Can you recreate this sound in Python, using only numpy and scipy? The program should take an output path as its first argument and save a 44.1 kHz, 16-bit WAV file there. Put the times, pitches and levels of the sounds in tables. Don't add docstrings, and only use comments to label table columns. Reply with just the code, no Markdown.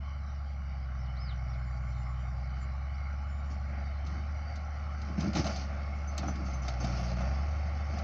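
import sys
import numpy as np
from scipy import signal
from scipy.fft import rfft, irfft, next_fast_len
from scipy.io import wavfile
from scipy.ndimage import uniform_filter1d, map_coordinates

SR = 44100
rng = np.random.default_rng(int(sys.argv[2]) if len(sys.argv) > 2 else 0)


def materialize(psi):
    bounded = np.clip(np.atleast_2d(psi).T, -1, 1)
    quanta = np.round(bounded * 32767).astype(np.int16)
    wavfile.write(sys.argv[1], SR, quanta)


N = 354343

# f/Hz, level/dB per Hz
AIR_SPECTRUM = [(20, 7), (33, 11.5), (48, 2), (120, 12), (300, -12), (450, -22.5), (1500, -21),
                (2700, -37.5), (6000, -44.5), (8000, -68), (15000, -47)]
BLOCK_SPECTRUM = [(230, -12), (300, -19), (430, -25.5), (540, -5), (830, 4.5), (975, -17), (1090, 3),
                  (1200, -1), (1460, -0.5), (1700, -10.5), (2000, -6.5), (2200, -1.5), (2450, -17),
                  (2700, -27), (3400, -36.5), (6000, -64)]
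RUMBLE_SPECTRUM = [(30, -60.5), (80, 5), (125, -0.5), (160, 4.5), (205, 7.5), (255, -2.5), (310, -2.5),
                   (400, -14), (450, -16.5), (700, -33.5), (2000, -66.5), (6000, -120)]
SCRAPE_SPECTRUM = [(240, -30.5), (400, -10), (446, -16.5), (556, 0.5), (722, 0.5), (840, -2.5),
                   (969, -17.5), (1100, -8), (1400, -6.5), (1610, -17), (1780, -12.5), (2690, -16),
                   (3000, -36), (3900, -34), (6600, -120)]
GRIT_SPECTRUM = [(300, -58.5), (1200, -24), (2000, -10.5), (2950, -2.5), (3500, -5.5), (3950, -7),
                 (4180, 2.5), (4450, -1), (4750, 1), (5600, -1.5), (6250, -1.5), (6550, -13.5),
                 (7500, -33.5), (9500, -38.5), (15000, -54.5)]
CRACK_SPECTRUM = [(300, -45), (1000, -18), (2000, -4), (3300, 0), (6200, 0), (7000, -13), (8000, -28),
                  (9500, -40), (15000, -52)]
SNAP_SPECTRUM = [(3000, -29), (7000, 11.5), (10000, -3.5), (15000, -11.5)]
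CLONK_SPECTRUM = [(120, -18), (280, -12), (450, -13), (620, -2.5), (740, 8), (950, -12.5), (1150, -7),
                  (1400, -4), (1700, -17.5), (2400, -19.5), (5000, -53), (9000, -100)]

# t/s, length/s, top f/Hz, share of the length at the top, relative level/dB, growth/dB per note
NOTES = [(0.777, 0.11, 5370, 0.21, -61, 9), (0.946, 0.135, 5430, 0.58, -63.5, 1),
         (1.157, 0.18, 5200, 0.39, -49.5, 4.5), (1.467, 0.095, 5620, 0.35, -61.5, -2)]
START_SHARE, END_SHARE = 0.63, 0.46

# t/s, length/s, f/Hz, relative level/dB
FAINT_TONES = [(1.298, 1.37, 7134, -75.5), (2.58, 0.094, 7150, -64.5), (3.149, 0.52, 7050, -71.5),
               (5.427, 0.09, 8395, -71), (5.92, .15, 7087, -75), (6.92, 0.28, 10750, -78)]

# t/s, relative level/dB
PEBBLES = [(5.447, -54), (5.472, -57), (5.509, -52), (5.654, -71), (5.95, -62), (6.074, -55.5),
           (6.276, -51), (6.447, -58), (6.475, -54), (6.497, -64), (6.534, -51), (6.618, -54), (6.8, -52),
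           (6.898, -55), (7.205, -58), (7.275, -64)]
# f/Hz, relative level/dB, t60/s
EDGE_MODES = [(5450, -5, .07), (6150, 2, .12), (6850, -4.5, 0.1), (8750, -24, .1), (9470, -31, 0.078),
              (10200, -30, 0.13), (11350, -28.5, 0.087)]
# t/s, length/s, f/Hz, relative level/dB
GROANS = [(5.42, 0.16, 183, -44), (6.4, .25, 182, -46.5), (6.72, 0.68, 181, -39.5)]
# t/s, then relative level/dB of crack, thud and snap
STONES = [(4.0652, -43, -53, -96), (4.555, -45, -54, -67), (5.015, -45.5, -57, -77),
          (5.203, -36.5, -55, -94), (5.224, -51, -48, -90), (5.331, -39, -34.5, -90),
          (5.3504, -33, -44, -91), (5.368, -33, -43, -86), (5.392, -38, -45, -92), (5.442, -36, -32.5, -66),
          (5.465, -35, -36, -78), (5.56, -39, -41, -90), (6.1781, -32, -37, -42.5),
          (6.231, -60, -30.5, -96), (6.283, -50, -31, -76), (6.3556, -47, -63, -75),
          (6.6805, -34, -35.5, -59), (6.737, -53, -40, -99), (6.842, -39, -34.5, -60),
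          (7.206, -47, -34.5, -72), (7.984, -42, -59, -71)]

# t/s, push level/dB
PUSH = [(0, -17.5), (3.1, -12.5), (4.4, -6.5), (5.05, -7), (5.7, -0.5), (6.1, -1), (7.3, 2.5), (7.65, 1),
        (8.03, 3)]
# t/s, length/s, then relative level/dB of rumble, scrape and grit
CLODS = [(2.554, 0.085, -61.5, -63, -70), (3.494, 0.023, -55, -64, -60.5), (3.68, 0.14, -59, -53, -73),
         (4.038, 0.16, -54, -63, -64), (4.971, 0.11, -57, -78, -65.5), (5.07, .1, -51.5, -60, -68),
         (5.172, .11, -39, -45.5, -53), (5.344, 0.049, -34.5, -37.5, -40.5),
         (5.443, 0.061, -50, -41, -49.5), (5.49, 0.13, -52.5, -53, -50), (6.18, 0.13, -46, -50.5, -57.5),
         (6.347, 0.081, -47, -70, -83), (6.45, 0.09, -56.5, -68, -58.5), (6.62, 0.11, -57, -51.5, -57.5),
         (6.797, 0.17, -50, -47.5, -51.5), (6.956, 0.16, -59, -47.5, -52.5), (7.16, .12, -55, -45, -58.5),
         (7.886, 0.16, -55, -53, -70)]
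RUMBLE_DB, SCRAPE_DB, GRIT_DB = -58.5, -50, -62.5
RUMBLE_GROWS, SCRAPE_GROWS, GRIT_GROWS = 0.9, 0.87, 0.95
CLOD_ATTACK_S, CLOD_RELEASE_S = 0.012, 0.036

# t/s, firing rate f/Hz
SPEED = [(0.0, 70.17), (0.45, 70.14), (1.0, 64.2), (1.45, 62.8), (2.0, 62.07), (2.55, 64.37), (2.9, 69.12),
         (3.45, 70.55), (3.85, 69.52), (4.45, 73.69), (5.6, 70.44), (6.25, 72.05), (6.8, 61.7),
         (7.17, 62.04), (7.47, 73.08), (8.03, 73.2)]
FREE_HZ, LUG_HZ = 75.1, 60.65
# t/s, rms level/dB of the fundamental
HUM = [(0.05, -37), (1.04, -35.5), (4.35, -34.5), (4.47, -36.5), (7.14, -33.5), (7.29, -30.5), (7.98, -34)]
# multiple of the six-firing cycle rate, level/dB running free, level/dB at full load
OVERTONES = [(7, -30, -22.5), (8, -14.5, -26), (9, -21.5, -22.5), (10, -25, -14), (11, -29.5, -28.5),
             (12, -26.5, -4.5), (13, -30, -23), (14, -31.5, -20), (15, -32, -27), (16, -35, -25.5),
             (17, -31.5, -26), (18, -26.5, -24.5), (19, -38, -38.5), (20, -41, -32.5), (21, -47.5, -34.5)]
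# t/s, relative level/dB
NEAR = [(0, -48.5), (.55, -50), (.7, -48.5), (1.3, -46), (3.05, -46), (3.4, -47.5), (3.9, -46), (5.5, -46),
        (8.03, -45)]
# f/Hz, half-width/Hz at -6 dB, relative level/dB
COVERS = [(2170, 115, 0), (2980, 120, -2), (3760, 80, -12), (4257, 356, -8), (4593, 110, -5),
          (5325, 39, -2), (5814, 92, -6.5), (6960, 200, -23)]

TOP_HZ, FADE_S = 15700, .004


def amp(db):
    return 10 ** (np.asarray(db) / 20)


def unit(x):
    return x / np.sqrt(np.mean(x ** 2) + 1e-20)


def curves(rows):
    s, *cols = np.transpose(rows)
    return [np.interp(np.arange(N) / SR, s, c) for c in cols]


def wobble(rate):
    knots = rng.standard_normal(int(N * rate / SR) + 4)
    fine = np.arange(0, len(knots) - 1, 1 / 16)
    return np.interp(np.arange(N) * rate / SR, fine, map_coordinates(knots, [fine]))


def filtered(x, response):
    size = next_fast_len(N + SR // 2)
    return irfft(rfft(x, size) * response(np.fft.rfftfreq(size, 1 / SR)), size)[:N]


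def colour(x, points):
    size = 2 ** 13
    hz, db = np.transpose(points)
    bins_hz = np.fft.rfftfreq(size, 1 / SR)
    gain = unit(amp(np.interp(np.log(bins_hz + 1), np.log(hz), db)))
    cepstrum = irfft(np.log(gain + 1e-6))
    cepstrum[1:size // 2] *= 2
    cepstrum[size // 2 + 1:] = 0
    impulse_response = irfft(np.exp(rfft(cepstrum)))
    return signal.fftconvolve(x, impulse_response)[:N]


def resonate(x, modes):
    def response(f):
        total = 0
        for centre, half_width, db in modes:
            damping = 1j * f * 2 * half_width
            total = total + amp(db) * (damping / (centre * centre - f * f + damping)) ** 2
        return total
    return filtered(x, response)


def ringing(x, decay, share=0.33):
    t = np.arange(SR // 6) / SR
    body = rng.standard_normal(len(t)) * np.exp(-t / decay)
    body *= np.sqrt(share) / np.linalg.norm(body)
    body[0] = np.sqrt(1 - share)
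    return signal.fftconvolve(x, body)[:N]


def flicker(x, depth_db, size=(3, 5)):
    z = signal.stft(x, nperseg=512)[2]
    field = rng.standard_normal(z.shape)
    for axis in (0, 1, 0, 1):
        field = uniform_filter1d(field, size[axis], axis)
    return unit(signal.istft(z * amp(depth_db * unit(field)), nperseg=512)[1][:N])


def grains(rate, spread_db):
    hits = rng.random(N) < rate / SR
    sizes_db = spread_db * np.clip(rng.standard_normal(N), -2, 2)
    return unit(hits * rng.standard_normal(N) * amp(sizes_db))


def unsteady_tones(rows, jitter, jitter_rate, stutter_db):
    out = np.zeros(N)
    for s, length, hz, db in rows:
        swell = np.hanning(int(length * SR))
        pitch = hz * (1 + jitter * wobble(jitter_rate)[:len(swell)])
        out[round(s * SR):][:len(swell)] += amp(db) * swell * np.sin(2 * np.pi * np.cumsum(pitch) / SR)
    return out * amp(stutter_db * wobble(30))


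def open_air():
    return amp(-52.5) * unit(colour(rng.standard_normal(N), AIR_SPECTRUM))


def faint_tones():
    return unsteady_tones(FAINT_TONES, jitter=.012, jitter_rate=600, stutter_db=4)


def bird():
    song = np.zeros(N)
    for s, length, top_hz, crest, db, growth_db in NOTES:
        u = np.linspace(0, 1, int(length * SR))
        rising = np.maximum(1 - u / crest, 0)
        falling = np.maximum((u - crest) / (1 - crest), 0)
        rasp = .035 * falling * wobble(900)[:len(u)]
        arch = 1 - (1 - START_SHARE) * rising ** 2 - (1 - END_SHARE) * falling ** 1.9
        pitch = top_hz * (arch + rasp)
        level = amp(db + growth_db * (u - 1.5)) * np.sqrt(np.abs(np.sin(np.pi * u)))
        song[round(s * SR):][:len(u)] += level * np.sin(2 * np.pi * np.cumsum(pitch) / SR)
    fading = amp(3.5 * wobble(70) - .7)
    return ringing(song * fading, decay=.04, share=.22)


def pebbles():
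    out = np.zeros(N)
    t = np.arange(SR // 6) / SR
    for s, db in PEBBLES:
        draws = rng.standard_normal((len(EDGE_MODES), 2)) * [5, .015]
        ring = np.zeros(len(t))
        for (hz, level, t60), (change, detune) in zip(EDGE_MODES, draws):
            ring += amp(level + change - 60 * t / t60) * np.sin(2 * np.pi * hz * (1 + detune) * t)
        out[round(s * SR):][:len(t)] += amp(db) * (1 - np.exp(-t / 0.0041)) * ring
    return ringing(out, decay=.008, share=.4)


def blade_groans():
    return unsteady_tones(GROANS, jitter=.015, jitter_rate=25, stutter_db=2)


def stones():
    crack, thud, snap = np.zeros((3, N))
    for s, crack_db, thud_db, snap_db in STONES:
        start = round(s * SR)
        age = np.arange(min(SR // 5, N - start)) / SR
        span = slice(start, start + len(age))
        rise = 1 - np.exp(-age / 0.0013)
        crack[span] += amp(crack_db - 4.5) * rise * np.exp(-age / .011)
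        thud[span] += amp(thud_db - 3.5) * np.exp(-age / 0.016)
        snap[span] += amp(snap_db) * rise * np.exp(-age / .005)
    splinters = ringing(rng.standard_normal(N), decay=.0011)
    cracks = colour(crack * splinters, CRACK_SPECTRUM)
    snaps = colour(snap * splinters, SNAP_SPECTRUM)
    thuds = colour(thud * rng.standard_normal(N), CLONK_SPECTRUM)
    return cracks + snaps + thuds


def soil_levels():
    t = np.arange(SR // 2) / SR
    push_db = curves(PUSH)[0] + 1.2 * wobble(18)
    steady_db = [RUMBLE_DB + RUMBLE_GROWS * push_db,
                 SCRAPE_DB + SCRAPE_GROWS * push_db,
                 GRIT_DB + GRIT_GROWS * push_db]
    power = amp(steady_db) ** 2
    for s, length, *levels_db in CLODS:
        start = round(s * SR)
        swell = np.minimum(t / CLOD_ATTACK_S, 1) * np.exp(-np.maximum(t - length, 0) / CLOD_RELEASE_S)
        power[:, start:start + len(t)] += np.outer(amp(levels_db), swell[:N - start]) ** 2
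    return 10 * np.log10(power)


def soil():
    rumble_db, scrape_db, grit_db = soil_levels()
    rumble = amp(rumble_db + 7.5) * unit(colour(grains(rate=1800, spread_db=-1.5), RUMBLE_SPECTRUM))
    scrape = amp(scrape_db) * unit(colour(grains(rate=5000, spread_db=0.5), SCRAPE_SPECTRUM))
    breaking = ringing(grains(rate=8000, spread_db=2.5), decay=.004, share=.15)
    gravel = flicker(colour(breaking, GRIT_SPECTRUM), depth_db=3, size=(2, 7))
    larger = ringing(grains(rate=450, spread_db=1.5), decay=.001, share=.7)
    crackle = unit(colour(larger, CRACK_SPECTRUM))
    return rumble + scrape + amp(grit_db) * (.92 * gravel + .32 * crackle)


def firings(turns, decay, fresh, scatter_db, count=6):
    at = np.flatnonzero(np.diff(np.floor(turns)) > 0)
    t = np.arange(SR // 12) / SR
    own = rng.standard_normal((count, len(t)))[np.arange(len(at)) % count]
    bursts = np.sqrt(1 - fresh) * own + np.sqrt(fresh) * rng.standard_normal(own.shape)
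    bursts *= np.exp(-t / decay) * amp(scatter_db * rng.standard_normal((len(at), 1)))
    places = at[:, None] + np.arange(len(t))
    return unit(np.bincount(places.ravel(), bursts.ravel(), N)[:N])


def knock(turns):
    near_db, = curves(NEAR)
    blows = firings(turns, decay=.036, fresh=.2, scatter_db=.7)
    clatter = firings(turns, decay=.04, fresh=.4, scatter_db=.7)
    block = flicker(colour(blows, BLOCK_SPECTRUM), depth_db=2.3, size=(2, 11))
    covers = flicker(resonate(clatter, COVERS), depth_db=4.2, size=(2, 12))
    covers_db = -66.0 + .5 * (near_db + 51.5)
    return amp(near_db - 5.0) * block + amp(covers_db) * covers


def exhaust(turns, hum_db, load):
    phase = 2 * np.pi * turns
    cycle = phase / 6
    tones = np.cos(phase)
    for order, free_db, load_db in OVERTONES:
        between = order % 6 != 0
        offset = rng.uniform(0, 2 * np.pi) if between else 0
        waver = amp((1.8 if between else .7) * wobble(7))
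        level_db = free_db + (load_db - free_db) * load
        tones += amp(level_db) * waver * np.cos(order * cycle + offset)
    return np.sqrt(2) * amp(hum_db) * tones


def engine():
    firing_hz, = curves(SPEED)
    hum_db, = curves(HUM)
    load = np.clip((FREE_HZ - firing_hz) / (FREE_HZ - LUG_HZ), 0, 1)
    turns = np.cumsum(firing_hz) / SR + 3 / 4
    return exhaust(turns, hum_db, load) + knock(turns)


def scene():
    background = open_air() + faint_tones() + bird()
    ground = pebbles() + blade_groans() + stones() + soil()
    return (background + ground + engine())[None]


def record(dry):
    t = np.arange(N) / SR
    fade = np.minimum(np.minimum(t, t[::-1]) / FADE_S, 1)
    low_pass = signal.ellip(10, .1, 70, TOP_HZ, fs=SR, output="sos")
    return signal.sosfilt(low_pass, dry * fade)


dry = scene()
out = record(dry)
materialize(out)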